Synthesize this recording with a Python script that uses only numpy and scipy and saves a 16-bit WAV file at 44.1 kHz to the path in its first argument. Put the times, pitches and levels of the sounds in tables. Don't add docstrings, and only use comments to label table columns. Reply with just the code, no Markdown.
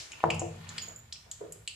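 import sys
import numpy as np
from scipy import signal
from scipy.io import wavfile

SR = 44100
rng = np.random.default_rng(int(sys.argv[2]) if len(sys.argv) > 2 else 0)


def unload_audio(sound):
    columns = np.transpose(np.atleast_2d(sound))
    steps = np.round(np.clip(columns, -1, 1) * 32767)
    wavfile.write(sys.argv[1], SR, steps.astype(np.int16))


def volts_from_db(level):
    exponent = np.asarray(level, float) / 20
    return 10 ** exponent


N = 77175
PAD = 4410
TIME_S = (np.arange(N + PAD) - PAD) / SR


def rms_one(x):
    return x / np.sqrt(np.mean(x ** 2) + 1e-20)


def at_hz(points, hz):
    pitches, values = np.transpose(points)
    return np.interp(np.log(hz), np.log(pitches), values)


def drift(rate_hz, count):
    r = np.exp(-80 * np.pi * rate_hz / SR)
    noise = rng.standard_normal(count // 40 + 2002)
    slow = signal.lfilter([1], [1, -2 * r, r * r], noise)[2000:]
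    return np.interp(np.arange(count) / 40, np.arange(len(slow)), rms_one(slow))


def ring(clicks, hz, t60_s):
    r, w = volts_from_db(-60 / (t60_s * SR)), 2 * np.pi * hz / SR
    return signal.lfilter([0, np.sin(w)], [1, -2 * r * np.cos(w), r * r], clicks + 1e-18)


def bands():
    edges = 22 * 2 ** np.arange(0, 9.6, .5)
    white = rng.standard_normal((2, 2, N + PAD))
    for k, (low, high) in enumerate(zip(edges, edges[1:])):
        band = signal.butter(2, [low, high], "band", fs=SR, output="sos")
        yield np.sqrt(low * high), signal.sosfilt(band, white[k % 2])


def mix(pair, alike):
    alike = np.clip(alike, 0, 1)
    shared = np.sqrt(1 + alike) * pair[0]
    opposed = np.sqrt(1 - alike) * pair[1] * [[1], [-1]]
    return shared + opposed


def bursts(rows, glide):
    out = np.zeros((2, N + PAD))
    port_lag_s = .000025
    for s, db, hz, cycles, pan_db in rows:
        start = int(s * SR) + PAD - 50
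        span = slice(start, start + 4000)
        for channel, side in enumerate((1, -1)):
            turns = np.maximum(TIME_S[span] - s - side * port_lag_s / 2, 0) * hz
            life = 2 * turns / cycles
            swell = (life * np.exp(1 - life)) ** 2
            rise = glide * np.minimum(life, 4) * turns / 4
            wave = np.cos(2 * np.pi * (turns - cycles / 2 + rise))
            level_db = db + side * np.clip(pan_db, -6, 6) / 2
            out[channel, span] += volts_from_db(level_db) * swell * wave
    return out


# (pitch [Hz], level [dB per Hz])
HUM_COLOUR = [(25, -8.5), (90, 3), (170, -12), (300, -28.5), (700, -28.5), (1200, -30), (7000, -31.5),
              (15000, -33)]
# (pitch [Hz], likeness [0 to 1])
HUM_LIKENESS = [(60, 0.97), (150, 1), (300, 0.29), (1000, 1), (4000, .1), (12000, 0.026)]


def room_hum():
    hum = 0
    for hz, pair in bands():
        patchiness_db = 3.0 if hz < 1500 else 1.5
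        level_db = at_hz(HUM_COLOUR, hz) + patchiness_db * drift(9.0, N + PAD)
        hum = hum + volts_from_db(level_db) * mix(pair, at_hz(HUM_LIKENESS, hz))
    return volts_from_db(-60) * rms_one(hum)


# (time [s], level [dB])
FIZZ_VIGOUR = [
    (0.0, -59),
    (0.214, -53.5),
    (0.302, -56.5),
    (0.442, -61.5),
    (0.784, -49),
    (0.964, -66.5),
    (1.35, -64),
    (1.75, -68),
]


def fizz():
    shape, per_s = (2, N + PAD), 1200
    s, db = np.transpose(FIZZ_VIGOUR)
    vigour_db = np.interp(TIME_S, s, db)
    sizes = volts_from_db(2.02 * np.minimum(rng.exponential(1, shape), 4)) * rng.choice([-1, 1], shape)
    clicks = sizes * (rng.random(shape) < per_s / SR)
    dealt = rng.integers(0, 12, shape)
    crackle = 0
    for k, hz in enumerate(np.geomspace(1200, 7500, 12)):
        crackle = crackle + ring(clicks * (dealt == k), hz, 3.35 / hz) * volts_from_db(-2.0 * k / 4)
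    return volts_from_db(vigour_db - 2.5) * rms_one(crackle)


# (time [s], peak level [dB], pitch [Hz],
# length [cycles], pan [dB]); here a burst just before the start, only its echo in the room is left
EARLIER_BURST = [
    (-.03, -12, 5440, 1, 2.5),
    (-.03, -18.5, 2980, 1.37, 0.5),
]
# (time [s], peak level [dB],
# pitch [Hz], length [cycles], pan [dB])
POPS = [
    (.1188, -38, 2630, 4, -5),
    (.1306, -37.5, 2620, 4.4, .5),
    (.2038, -38.5, 2560, 4, -.5),
    (.3026, -17.5, 2570, 3.73, 0),
    (.669, -47, 2580, 4.7, -6),
    (.7812, -29, 3180, 2.68, 2.5),
    (.7812, -33, 2162, 1.78, -2),
    (1.1575, -46.5, 2620, 3.65, 2),
    (1.6759, -28, 2740, 4.18, -2),
        (.305, -32, 4800, 3.5, -2.5), (0.691, -37, 4000, 2.3, -1.5), (0.7822, -26, 4700, 3.7, -2.5),
               (1.1246, -30, 3700, 1.73, -2), (1.126, -27.5, 5270, 3.15, -2), (1.3143, -37, 3630, 2, 1),
               (1.6757, -29, 4250, 3.11, -1.5), (1.523, -52.5, 2740, 2.2, -5),
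        (.119, -33, 6700, 3.1, 0), (0.3033, -26.5, 7040, 2.65, 2), (0.3455, -34, 7100, 2.4, -3),
              (0.395, -22.5, 6980, 3.5, -.5), (0.691, -31, 6760, 3.44, 0), (0.7802, -31.5, 7550, 3.8, 6),
              (1.1268, -33.5, 7530, 3.5, 2), (1.3139, -25.5, 7020, 3.4, 0), (1.5227, -30, 7580, 3.2, 0),
              (1.6769, -25.5, 7700, 3.5, 1.5),
        (0.1185, -41, 4300, 1.5, -3), (.2042, -41, 990, 1.4, .5), (.3028, -46, 11000, 1.6, .5),
         (0.3448, -39, 10000, 2.5, 1.5), (.396, -47, 10000, 2.35, 2), (.7812, -52, 12000, 1.5, .5),
         (1.1256, -57, 11000, 1.8, .5), (1.3141, -35.5, 10500, 1.66, 0.5), (1.5232, -32, 10500, 2.46, 0.5),
         (1.6765, -40, 9570, 2.5, 2)]


def bubble_pops():
    return bursts(POPS + EARLIER_BURST, glide=0.022)


# (time [s], peak level [dB], pitch [Hz], length [cycles], pan [dB])
FAR_KNOCKS = [
    (.865, -35.5, 577, 1.11, 0),
    (.885, -32.5, 1350, 1.04, -1),
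    (1.25, -43.5, 700, 1.12, 1),
    (1.398, -27.5, 484, 1.65, -1),
    (1.402, -33.5, 1030, 1.24, -.5),
    (.07, -54, 348, 2.1, .5),
    (.66, -40, 1080, 1.2, 22),
]


def far_knocks():
    return bursts(FAR_KNOCKS, glide=0)


# (time [s], peak level [dB], pitch [Hz], length [cycles], pan [dB])
THUDS = [
    (.2392, -6.5, 820, 1.26, 1.5),
    (.4174, -23, 595, 1.17, 4.5),
    (1.4045, -42, 419, 12.47, 0),
    (.2335, -33, 800, 2.4, 5.5),
]


def thuds():
    return bursts(THUDS, glide=0.016)


# (pitch [Hz], level [dB], time to fade by 60 dB [s])
ROOM_MODES = [(75.2, -40, 0.52), (87.8, -37.5, 1.3), (94.8, -33, 1.4), (112.5, -37.5, 1.25),
              (135, -41, 1.3), (156.5, -30.5, 0.86), (164.6, -33, 1.5), (221.7, -41, 2.29),
              (337.6, -29.5, 0.29), (456.5, -39.5, 0.49), (497, -36.5, 0.34), (638, -44.5, 0.35),
              (715, -36, .4)]
# (low modes [dB], upper modes [dB])
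THUD_MODE_DB = [
    (-2.94, 4),
    (-15, -1),
    (-30.5, -18.5),
]


def room_modes():
    out = 0
    for hz, db, t60_s in ROOM_MODES:
        upper = hz > 270
        clicks = np.zeros(N + PAD)
        for (s, *_), (low_db, upper_db) in zip(THUDS, THUD_MODE_DB):
            clicks[int(s * SR) + PAD] = volts_from_db(upper_db if upper else low_db)
        rise_cycles = 2.5
        tone = ring(clicks, hz, t60_s) - ring(clicks, hz, 6.9 * rise_cycles / hz)
        wobble = volts_from_db(2.5 * drift(4 + hz / 30, N + PAD))
        left = tone * volts_from_db(1.5 * (hz > 130))
        right = np.roll(tone, int(.2 * SR / hz) if upper else 0)
        out = out + volts_from_db(db) * wobble * np.stack([left, right])
    return out


# (time [s], peak level [dB], length [s], pitch [Hz])
SQUEAKS = [
    (0.763, -59, .06, 6470),
    (0.818, -39.5, 0.027, 6880),
    (.857, -50, 0.091, 6900),
    (.9715, -54, 0.034, 7100),
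]
SQUEAK_UPPER_DB = [-7, -15, -11, -5.5]
# (time [s], peak level [dB], pitch [Hz], length [cycles], pan [dB])
SQUEAK_ACCENTS = [
    (.8838, -38, 7040, 14.0, -3),
    (.9608, -39, 7140, 14.0, -4),
    (.9608, -54, 13700, 24.0, .5),
    (.8838, -53, 13700, 24.0, .5),
    (.825, -54, 10800, 6.0, .5),
]


def steam_squeaks():
    pulses_per_s, pulse_s, upper_hz = 175, .0014, 13730
    rows = []
    for (s, db, length_s, hz), upper_db in zip(SQUEAKS, SQUEAK_UPPER_DB):
        for k, (late, loud, pitch) in enumerate(rng.standard_normal((14, 3))):
            at = (k + .2 * late * (k > 0)) / pulses_per_s
            fade_db = 12 * (at / length_s) ** 4
            level_db = db + 2.13 * np.clip(loud, -2, 1) - fade_db
            main_hz, high_hz = hz * (1 + .015 * pitch), upper_hz * (1 + .006 * pitch)
            rows.append((s + at, level_db, main_hz, 2 * hz * pulse_s, -4.5))
            rows.append((s + at, level_db + upper_db, high_hz, 4 * hz * pulse_s, 0.5))
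    return bursts(rows + SQUEAK_ACCENTS, glide=0)


# delay [s], and level of each [dB]
PAN_ECHO_S = [.0049, .0078]
PAN_ECHO_DB = [-11.5, -12]
# (pitch [Hz], time to fade by 60 dB [s])
ROOM_T60 = [(300, 0.5), (800, .55), (2500, .5), (5000, 0.34), (8000, 0.62), (13000, 0.35)]
# (pitch [Hz], level [dB])
ROOM_COLOUR = [(300, -16.5), (650, -16.5), (1200, -21), (2500, -15.5), (5000, -10.5), (8000, -17),
               (13000, -17.5)]


def kitchen(near, far):
    t = np.arange(N + PAD) / SR
    delay_s, build_s = 0.0068, 0.0013
    swell = 1 - np.exp(-np.maximum(t - delay_s, 0) / build_s)
    tail = 0
    for hz, pair in bands():
        if hz > 250:
            level_db = at_hz(ROOM_COLOUR, hz) - 60 * t / at_hz(ROOM_T60, hz)
            tail = tail + volts_from_db(level_db) * mix(pair, 0.11)
    tail = swell * tail
    drops = mix(rng.standard_normal((2, len(t))), .5) * (rng.random(len(t)) < .3)
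    splash = signal.sosfilt(signal.butter(2, 1940, "high", fs=SR, output="sos"), drops)
    response = 0.11 * tail + volts_from_db(-16.5 - 60 * t / 0.051) * splash
    response[:, 0] += 1
    for s, db in zip(PAN_ECHO_S, PAN_ECHO_DB):
        response[:, int(s * SR)] += volts_from_db(db)
    near_heard = signal.fftconvolve(near, response, axes=1)
    far_heard = signal.fftconvolve(far, 0.15 * tail, axes=1)
    return (near_heard + far_heard)[:, :N + PAD]


def scene():
    squeak, wet = steam_squeaks(), 0.73
    pan = fizz() + bubble_pops() + thuds() + wet * squeak
    heard = kitchen(pan, far_knocks()) + (1 - wet) * squeak
    return (room_hum() + heard + room_modes())[:, PAD:]


def roll_off(x):
    return signal.sosfilt(signal.butter(12, 15430, fs=SR, output="sos"), x)


def record(dry):
    no_rumble = signal.sosfilt(signal.butter(2, 43.2, "high", fs=SR, output="sos"), dry)
    finished = signal.sosfilt(signal.cheby2(14, 50, 15600, fs=SR, output="sos"), no_rumble)
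    return roll_off(finished)


dry = scene()
out = record(dry)
unload_audio(out)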